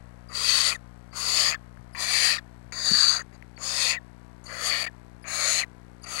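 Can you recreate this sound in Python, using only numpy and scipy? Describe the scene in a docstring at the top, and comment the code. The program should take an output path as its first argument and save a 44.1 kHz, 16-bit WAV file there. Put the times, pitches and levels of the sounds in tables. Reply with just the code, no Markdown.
"""Owlet begging in a nest box

An owlet begs with long hisses: noise shaped by windpipe, beak and box resonances. Its half-closed windpipe
squeaks, in gliding sines, as it opens and shuts. Mouth pops and floor bumps are short decaying tones.
A camera's picture signal buzzes in the microphone lead as a train of dips, beside a faint whine and box air.
All this is on the left; the open right input holds faint hum, pulses and hiss, with a trace of the left.
"""
import sys
import numpy as np
from scipy import signal
from scipy.fft import rfft, irfft, next_fast_len
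from scipy.io import wavfile
from scipy.ndimage import uniform_filter1d, map_coordinates

SR = 44100
rng = np.random.default_rng(int(sys.argv[2]) if len(sys.argv) > 2 else 0)


def voltage_ratio(decibels):
    """Convert decibels (scalar or array-like) to amplitude ratios, 20 dB per decade."""
    exponent = np.asarray(decibels, float) / 20
    return 10 ** exponent


def persist_wave(psi):
    """Save psi, clipped to +-1, as 16-bit WAV."""
    counts = np.round(np.clip(psi, -1, 1) * 32767).astype(np.int16)
    wavfile.write(sys.argv[1], SR, np.atleast_2d(counts).T)


N = 273420
T = np.arange(N) / SR  # s

# the begging hisses, one list each: (time [s], effort as level of the main mode [dB],
# narrowing as throat mode over main mode [dB], throat mode [Hz], beak opening as treble over main mode [dB])
HISS_PATHS = [
    [(0.295, -54, -7, 1770, -15), (0.307, -62, 8.5, 1960, 3), (0.355, -33.5, -15.5, 1950, -5.5),
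     (0.487, -25.5, -15.5, 2000, -6), (0.667, -26, -11.5, 1930, -5.5), (0.699, -27.5, -10, 2220, -8),
     (0.733, -40, 3.5, 2140, -2), (0.765, -58, 3, 1810, 8.5)],
    [(1.127, -56, 3, 1970, -7.5), (1.167, -41.5, -11, 1960, 2), (1.267, -31.5, -13, 1970, -4),
     (1.409, -25, -10.5, 2070, -6.5), (1.485, -27, -4, 1980, -8.5), (1.501, -29.5, -8.5, 2110, -6.5),
     (1.523, -39, 6, 2180, -4.5), (1.553, -48, 13, 1980, -10.5)],
    [(1.948, -59.5, 17, 1860, -5), (2.004, -36.5, -5, 1990, -2.5), (2.078, -35.5, 0.5, 1920, -1),
     (2.152, -29.5, -2.5, 2120, -5.5), (2.262, -27.5, -2.5, 1990, -2.5), (2.326, -28.5, -2, 2120, -13),
     (2.372, -39, 3.5, 2050, -10.5), (2.398, -59.5, 9, 1850, -8)],
    [(2.722, -45, 6, 2000, -0.5), (2.732, -42, -8.5, 2140, -5.5), (2.856, -29.5, -16.5, 1620, -5.5),
     (2.964, -19.5, -15, 1600, -14), (3.092, -21, -17, 1690, -11), (3.164, -33, -8.5, 1730, -7.5),
     (3.21, -44, 4.5, 1820, -6), (3.222, -56, 13, 1690, 5)],
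    [(3.325, -74.5, 17, 2060, -8.5), (3.335, -70, 6, 2040, -2), (3.343, -73.5, 12, 2000, 3.5),
     (3.353, -66, -2, 1910, -0.5), (3.365, -72, 8, 1840, -2), (3.37, -89, 12, 1830, -0.5)],
    [(3.577, -65, 9, 2080, -9.5), (3.587, -65.5, 4, 2120, -0.5), (3.631, -42, -6.5, 2000, 1),
     (3.663, -37.5, -12, 1950, -1), (3.819, -31, -3.5, 2130, -3), (3.827, -27.5, -8, 2190, -5),
     (3.915, -31, -0.5, 2300, -5), (3.975, -62.5, 24.5, 1960, -1.5)],
    [(4.44, -60, -16, 2060, 18), (4.468, -48, -5, 2110, -7.5), (4.51, -50.5, 7, 1810, -3.5),
     (4.674, -32.5, -7.5, 1880, -1), (4.73, -30, 0.5, 2150, -13.5), (4.822, -35, -1.5, 2130, -6.5),
     (4.88, -50, 16, 1960, -8.5), (4.885, -71.5, 24.5, 1890, -4)],
    [(5.242, -75, 26.5, 2060, -2.5), (5.286, -47.5, 9, 2030, 6.5), (5.354, -38, -0.5, 2100, 3),
     (5.444, -33, -1, 2100, 0.5), (5.508, -34, -0.5, 2110, 5), (5.598, -30, -4.5, 2200, -4),
     (5.618, -42, 11, 2220, 0.5), (5.645, -55.5, 16, 2000, -2.5)],
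    [(6.03, -72, 5, 2100, 16.5), (6.042, -48.5, -26, 2050, -1.5), (6.048, -44, 1, 2050, -15),
     (6.054, -54.5, 6.5, 2010, -1), (6.092, -45.5, -3.5, 2000, 2), (6.134, -42, 0, 1850, 5.5),
     (6.19, -35.5, -3, 1960, -5), (6.2, -31.5, -4, 1960, -0.5)],
]
# further tone colour, one row per hiss: (shoulder below the main mode [dB], shoulder above it [dB],
# turn away from the wall [about 0-1], lift of the box's low mode [dB], top octave [dB])
HISS_COLOURS = [(-8, -12, 0, 0, -3.5), (-11.5, -7, -.1, -0.5, -0.5), (-1, -15, -.1, 3.5, -2),
                (-7, -33.5, 0.96, 2.5, -5), (-2, -12, 0.3, 9, -0.5), (-6.5, -5, 0, 3, -3),
                (-10.5, -16, 0.14, 7, 0), (-2.5, -11, 0.35, 6, -2.5), (-29, -17.5, 0.2, 5.5, -2)]
# squeaks as the windpipe shuts: (time [s], length [s], first pitch [Hz], level [dB], step per overtone [dB])
SHUTTING_SQUEAKS = [(0.746, 0.019, 2120, -34.5, -13.5), (1.551, .013, 1946, -36, -18),
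                    (2.38, 0.014, 2050, -32, -9), (3.204, 0.017, 2026, -35.5, -28),
                    (3.959, 0.031, 2160, -32.5, -26), (4.873, 0.0202, 2070, -37, -29),
                    (5.632, 0.011, 2250, -25.5, -23)]


def unit(x):
    """Scale to rms 1."""
    return x / np.sqrt(np.mean(np.abs(x) ** 2) + 1e-20)


def along(points, hz):
    """Turn (frequency [Hz], level [dB]) points into gains, interpolated on a log frequency axis."""
    point_hz, point_db = np.transpose(points)
    return voltage_ratio(np.interp(np.log(hz + 1), np.log(point_hz + 1), point_db))


def wobble(rate):
    """A smooth random curve through `rate` knots a second."""
    knots = rng.standard_normal(int(N * rate / SR) + 4)
    return map_coordinates(knots, [T * rate])


def filtered(x, response):
    """Multiply the spectrum of x by a response of frequency."""
    size = next_fast_len(N + SR // 4)
    spectrum = rfft(x, size) * response(np.fft.rfftfreq(size, 1 / SR))
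    return irfft(spectrum, size)[:N]


def noise(spectrum):
    """Steady noise of rms 1 with the given spectrum."""
    return unit(filtered(rng.standard_normal(N), lambda f: along(spectrum, f)))


def mode(f, hz, width):
    """Complex response of one resonance."""
    return 1j * f * width / (hz * hz - f * f + 1j * f * width)


def bell(f, hz, width):
    """A bell curve of height 1 over frequency."""
    return np.exp(-.5 * ((f - hz) / width) ** 2)


def power(response):
    """Power of a response, scaled to a mean of 1 over frequency."""
    squared = np.abs(response) ** 2
    return squared / np.mean(squared, axis=0)


def fixed_modes(f, modes):
    """Power of resonances that sum with alternating sign, as neighbouring modes of a cavity can."""
    total = sum((-1) ** k * voltage_ratio(db) * mode(f, hz, width) for k, (hz, width, db) in enumerate(modes))
    return power(total ** 1.174)


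def hiss_progress(t):
    """Index of the current hiss, and how far it has run from 0 to 1."""
    starts = [path[0][0] - .02 for path in HISS_PATHS]
    which = np.clip(np.searchsorted(starts, t) - 1, 0, None)
    first, last = np.transpose([(path[0][0], path[-1][0]) for path in HISS_PATHS])[:, which]
    return which, np.clip((t - first) / (last - first), 0, 1)


def hiss_colour(f, t, which, progress):
    """Power spectrum of the rushing air through moving windpipe modes and fixed resonances; main mode in Hz."""
    # voice, one row per hiss: (main mode [Hz], its width [Hz],
    # then levels against it: bottom [dB], third mode [dB], top [dB])
    voices = [(4560, 180, -8.5, -5, -5), (4537, 350, -8, -1.5, -6), (4650, 230, -10.5, -4.5, -3.5),
              (4620, 270, -10, 1, -14), (4550, 280, -19, -1, -22), (4504, 390, -11, -1.5, -5),
              (4520, 400, -12, -2.5, -5), (4260, 560, -11, -1, -6.5), (4560, 290, -10, -2.5, -5.5)]
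    # fixed resonances that the hiss excites, bottom, third and top: (frequency [Hz], width [Hz], level [dB])
    bottom_modes = [(620, 350, -7), (1080, 250, -1), (1370, 200, 0)]
    third_modes = [(5900, 120, -8), (6714, 460, 4)]
    top_modes = [(8145, 220, 4), (9370, 487, 0.5), (10080, 290, 5), (11500, 990, -4.5)]
    # broad rush between the modes: (frequency [Hz], relative level [dB])
    rush_spectrum = [(300, -47.5), (500, -12.5), (2000, -2), (3400, 1.5), (5500, -3.5), (8000, -2.5),
                     (11000, -34), (12500, -34), (14000, -34), (15700, -18.5)]
    reference_effort_db = -30
    rush_db, rush_growth = 4, .25  # level against the top modes; dB gained per dB of effort
    sag_hz, wander_hz = 120, 45  # the main mode sinks through a hiss and wanders
    # how bottom, third and top follow: dB per dB of (narrowing, effort, beak opening)
    laws = [(0.23, -0.57, .1), (.05, -.05, 0.97), (-0.015, 0.085, 1)]

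    s, main_db, *columns = np.concatenate(HISS_PATHS).T
    effort_db = np.interp(t, s, main_db - reference_effort_db)
    throat_db, throat_hz, beak_db = [np.interp(t, s, column) for column in columns]
    main_hz, width_hz, *layers_db = np.transpose(voices)[:, which]
    bottom_db, third_db, top_db = [
        db + a * throat_db + b * effort_db + c * beak_db for db, (a, b, c) in zip(layers_db, laws)]
    below_db, above_db = np.transpose(HISS_COLOURS)[:2, which]
    main_hz = main_hz - sag_hz * (progress - .5) + wander_hz * np.interp(t, T, wobble(12))

    # powers of the modes steepen their skirts
    main = power(mode(f, main_hz, width_hz) ** 2.5)
    throat = voltage_ratio(throat_db) ** 2 * power(mode(f, throat_hz, 1100) ** 3.2)
    below = voltage_ratio(below_db) ** 2 * power(mode(f, 4206, 600) ** 1.1)
    above = voltage_ratio(above_db) ** 2 * power(mode(f, 5035, 340) ** 5.4)
    bottom = voltage_ratio(bottom_db) ** 2 * fixed_modes(f, bottom_modes)
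    third = voltage_ratio(third_db) ** 2 * fixed_modes(f, third_modes)
    rush = voltage_ratio(rush_db + rush_growth * effort_db) ** 2 * power(along(rush_spectrum, f))
    top = voltage_ratio(top_db) ** 2 * (fixed_modes(f, top_modes) + rush)
    return main + throat + below + above + bottom + third + top, main_hz


def fine_colour_db(f, which, progress, main_hz):
    """Fixed peaks and dips, wall echoes, tone colour of each hiss and a drifting fine ripple, in dB."""
    # fixed peaks and dips of the hiss spectrum, with weak treble around 13 kHz:
    # (frequency [Hz], width [Hz], level [dB])
    fixed_bands = [(1950, 350, 0.5), (2582, 43, 4.5), (3550, 40, 4), (4763, 14, 7), (2153, 46, -11),
                   (8520, 160, 0.5), (9400, 140, -1), (10740, 150, -5), (13300, 700, -7.5)]
    # bands where a wall echo meets the direct sound, mostly cancelling it:
    # (frequency [Hz], width [Hz], level facing the wall [dB], level turned away [dB])
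    echo_bands = [(876, 39, -10, -19.5), (1560, 77, -5.5, 1.5), (3200, 120, 2.5, -15.5),
                  (5760, 190, 1, -6.5), (7260, 210, 0, -12.5)]
    hollow_hz, hollow_width_hz, hollow_db = 3347, 330, -6  # gap between throat and main mode

    turn, body_db, octave_db = np.transpose(HISS_COLOURS)[2:, which]
    fixed = sum(db * bell(f, hz, width) for hz, width, db in fixed_bands)
    echoes = sum((facing + (away - facing) * turn) * bell(f, hz, width)
                 for hz, width, facing, away in echo_bands)
    hollow = hollow_db * (1 - progress) ** 1.9 * bell(f, hollow_hz, hollow_width_hz)  # deepest at the start
    body = body_db * bell(f, 650, 130)
    octave = octave_db * np.clip(f / 3000 - 3, 0, 1)  # comes in from 9 to 12 kHz
    # fine peaks and dips that drift over time
    ripple = rng.standard_normal((len(f), len(main_hz)))
    ripple = uniform_filter1d(ripple, size=2, axis=0)
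    ripple = unit(uniform_filter1d(ripple, size=70, axis=1))
    ripple_share = 1 - .8 * bell(f, main_hz, 350)  # the fine ripple is shallower around the main mode
    return fixed + echoes + hollow + body + octave + 3.1 * ripple_share * ripple


def hiss_level_db(t, progress):
    """Effort sets the loudness while the folds flutter, flap and briefly close."""
    # brief closures of the windpipe near the start or end of a hiss: (time [s], length [s], level [dB])
    closures = [(.742, 0.0037, -8), (1.534, 0.003, -8), (1.542, 0.0029, -19.5), (2.377, 0.0031, -15.5),
                (3.19, 0.0046, -10), (4.448, 0.026, -9), (4.473, 0.0051, -8), (4.837, 0.005, -14.5),
                (4.860, 0.0085, -21), (6.054, 0.015, -8.5)]
    flap_hz, flap_db = 170, 3  # the tiring folds flap: mean rate, depth reached at the end of a hiss
    shut_db = -5  # the air thins while the shutting folds sing

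    s, main_db = np.concatenate(HISS_PATHS).T[:2]
    level_db = np.interp(T, s, main_db) - .8 + 0.13 * wobble(140) + 0.89 * wobble(30)
    flap = np.sin(2 * np.pi * np.cumsum(flap_hz * (1 + .2 * wobble(25))) / SR)
    level_db = level_db + flap_db * np.interp(T, t, progress) ** 4 * flap
    thinnings = [(start + length / 2, length, shut_db) for start, length, *_ in SHUTTING_SQUEAKS]
    for centre, length, db in closures + thinnings:
        level_db = level_db + db * np.exp(-((T - centre) / length * 2) ** 4)
    return level_db


def hiss():
    """Turbulent air is broadband noise, coloured by windpipe, beak and box and driven by the bird's effort."""
    f, t, frames = signal.stft(rng.standard_normal(N), SR, nperseg=512, noverlap=384)
    f = f[:, None]
    frames = unit(frames)
    which, progress = hiss_progress(t)
    colour, main_hz = hiss_colour(f, t, which, progress)
    shape = np.sqrt(colour) * voltage_ratio(fine_colour_db(f, which, progress, main_hz))
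    air = signal.istft(frames * shape, SR, nperseg=512, noverlap=384)[1][:N]
    air = air / np.std(signal.istft(frames, SR, nperseg=512, noverlap=384)[1])
    gate = 0
    for path in HISS_PATHS:
        rise = (T - path[0][0]) / .0015
        fall = (path[-1][0] - T) / 0.012 + .5
        gate = gate + np.clip(np.minimum(rise, fall), 0, 1)
    return air * voltage_ratio(hiss_level_db(t, progress)) * gate


def squeaks():
    """The narrowing folds sing a short falling note with overtones."""
    # squeaks as the windpipe opens:
    # (time [s], length [s], first pitch [Hz], level [dB], step per overtone [dB])
    openings = [(.287, .011, 4860, -48.5, -13), (1.114, 0.016, 4700, -57, -30),
                (1.931, 0.017, 5100, -57.5, 0), (3.565, .011, 4550, -47, -34),
                (4.457, .022, 4570, -44.5, -12), (5.224, 0.018, 5140, -59, 1),
                (6.019, 0.0098, 4940, -58, 2.5), (6.041, 0.011, 4950, -42, -8)]
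    open_hz, shut_share = 4250, 0.81  # last pitch when opening; last over first pitch when shutting
    open_bend, shut_bend = 2.2, .9  # power of time in the glide: a late fall, an almost even fall

    notes = [(*row, open_hz, open_bend) for row in openings]
    notes += [(*row, row[2] * shut_share, shut_bend) for row in SHUTTING_SQUEAKS]
    out = np.zeros(N + SR)
    for s, length, first_hz, db, slope_db, last_hz, bend in notes:
        u = np.linspace(0, 1, round(length * SR))
        phase = 2 * np.pi * np.cumsum(first_hz + (last_hz - first_hz) * u ** bend) / SR
        note = 0
        for k in range(5):
            if (k + 1) * first_hz < 11000:
                note = note + voltage_ratio(k * slope_db) * np.sin((k + 1) * phase)
        out[round(s * SR):][:len(u)] += voltage_ratio(db) * np.sin(np.pi * u) ** .6 * note
    return out[:N]


def knocks(events, cycles, crack):
    """Each event is a tone with a little noise, swelling to its peak in `cycles` periods and then decaying."""
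    out, t = np.zeros(N + SR), T[:SR // 8]
    for s, db, hz in events:
        u = t * hz / cycles
        envelope = np.e * u * np.exp(-u)
        ring = np.sin(2 * np.pi * hz * t) + crack * rng.standard_normal(len(t))
        out[round(s * SR):][:len(t)] += voltage_ratio(db) * envelope * ring
    return out[:N]


def mouth_pops():
    """The mouth pops as a very short ring of its cavity."""
    # (time [s], envelope peak [dB], frequency [Hz])
    pops = [(1.773, -44.5, 1560), (1.949, -29, 1885), (2.7222, -34.5, 2080), (3.4251, -35, 2027),
            (3.5772, -36.5, 2110), (5.242, -37, 2150)]
    return knocks(pops, cycles=0.96, crack=0.09)


def floor_bumps():
    """Feet bump the box floor, which gives a low, heavily damped ring."""
    # (time [s], envelope peak [dB], frequency [Hz])
    bumps = [(1.49, -47, 145), (1.79, -45.5, 120), (2.171, -43.5, 130), (2.656, -50, 122),
             (2.912, -25.5, 188.4), (2.915, -37.5, 396), (2.94, -36.5, 202), (3.33, -51, 304)]
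    return knocks(bumps, cycles=0.71, crack=.02)


def buzz():
    """One dip per picture field, entered in two steps, with a spit near each edge; the picture adds a swell."""
    field_hz, line_hz = 59.94, 15734
    pulse_db, pulse_s, narrowing = -41, 0.0025, 0.00015  # blanking pulse; s of width lost per s

    fields = (T - .0106) * field_hz + .5
    count = np.floor(fields).astype(int)
    away = (fields % 1 - .5) / field_hz  # s from the middle of the nearest pulse
    jitter = .00008 * rng.standard_normal(count.max() + 2)[count]
    half = (pulse_s - narrowing * T) / 2 + jitter
    first_step = 0.33 * np.tanh((away + half + 0.0011) / 0.00062)
    second_step = 0.8 * np.tanh((away + half) / 0.0003)
    rise = np.tanh((away - half) / 0.00025)
    odd = 1 + 0.071 * (-1.) ** count  # odd and even fields differ a little
    swell = 0.15 * np.cos(2 * np.pi * (away * field_hz - .26))
    dip = voltage_ratio(pulse_db) * (odd * (rise - first_step - second_step) / 2 + swell)

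    spit = voltage_ratio(-50.5) * np.exp(-((away + half + 0.00053) / .0001) ** 2)
    spit = spit + voltage_ratio(-61.5) * np.exp(-((away - half) / 0.00016) ** 2)
    crackle = np.sin(2 * np.pi * 5000 * away) + 0.2 * rng.standard_normal(N)
    edges = filtered(spit * crackle, lambda f: f / (f + 1500))

    line_tone = voltage_ratio(-66) * np.sin(2 * np.pi * line_hz * T)
    half_line_tone = voltage_ratio(-84.5) * (1 + .25 * wobble(45)) * np.sin(np.pi * line_hz * T)
    # a high-pass at 8 Hz takes the lowest frequencies from the dips
    return filtered(dip, lambda f: 1j * f / (8 + 1j * f)) + edges + line_tone + half_line_tone


def whine():
    """Three unsteady partials of one faint tone that drifts in pitch."""
    # middle partial: (time [s], pitch [Hz], level [dB])
    drift = [(0, 1122, -70.5), (.3, 1075, -66), (0.802, 1040, -67), (1.099, 1092, -72), (1.7, 1070, -70),
             (2.499, 1006, -67.5), (3.4, 960, -81), (4, 953, -66), (4.2, 972, -68.5), (4.45, 1002, -68.5),
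             (5.2, 1001, -67.5), (5.7, 990, -69), (6.2, 1070, -74)]
    s, hz, db = np.transpose(drift)
    phase = 2 * np.pi * np.cumsum(np.interp(T, s, hz) * (1 + .003 * wobble(15))) / SR
    out = 0
    for multiple, partial_db in [(4 / 6, -3), (1, 0), (7 / 6, -2)]:
        level_db = np.interp(T, s, db) + partial_db + 1.4 * wobble(8)
        out = out + voltage_ratio(level_db) * np.sin(multiple * phase)
    return out


def box_air():
    """Air in the box and preamplifier hiss: shaped noise whose level wanders slightly."""
    # (frequency [Hz], relative level [dB])
    air_spectrum = [(15, -42.5), (25, -6), (100, -4), (300, -18), (462, -13.5), (952, -11), (1240, -16.5),
                    (1390, -12.5), (2150, -18), (2600, -25.5), (3700, -31), (4380, -28.5), (5280, -39.5),
                    (11500, -35.5), (15000, -61)]
    return voltage_ratio(-60.0 + 0.22 * wobble(13.0)) * noise(air_spectrum)


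def open_input():
    """Mains hum, a slower pulse train built from harmonics, and hiss on the unconnected channel."""
    # hiss: (frequency [Hz], relative level [dB])
    hiss_spectrum = [(30, 1), (300, -4.5), (800, -15), (8000, -16.5), (10400, -21), (15000, -21),
                     (20000, -25)]
    hum = voltage_ratio(-78) * np.cos(2 * np.pi * 60 * T)
    pulses = sum(voltage_ratio(-97.5 - .09 * k * k) * np.sin(2 * np.pi * k * 52.7 * T) for k in range(2, 14))
    return hum + pulses + voltage_ratio(-87) * noise(hiss_spectrum)


def scene():
    """Bird, box and lead noises share the one microphone channel; the other input is open."""
    bird = hiss() + squeaks() + mouth_pops()
    box = floor_bumps() + box_air()
    microphone = voltage_ratio(5.5) * (bird + box + buzz() + whine())  # this gain lifts every left-hand layer
    return np.array([microphone, open_input()])


def record(dry):
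    """Cut the left at 15.95 kHz, and above 13.5 kHz unless it is loud; leak a trace of it into the right."""
    left = filtered(dry[0], lambda f: f < 15950)
    loudness = np.sqrt(np.abs(uniform_filter1d(left ** 2, size=900)))  # rms over about 20 ms
    treble = filtered(left, lambda f: f > 13500)
    left = left - treble * np.clip(2 - loudness / voltage_ratio(-37.0), 0, 1)
    return np.array([left, dry[1] + voltage_ratio(-76) * left])


dry = scene()
out = record(dry)
persist_wave(out)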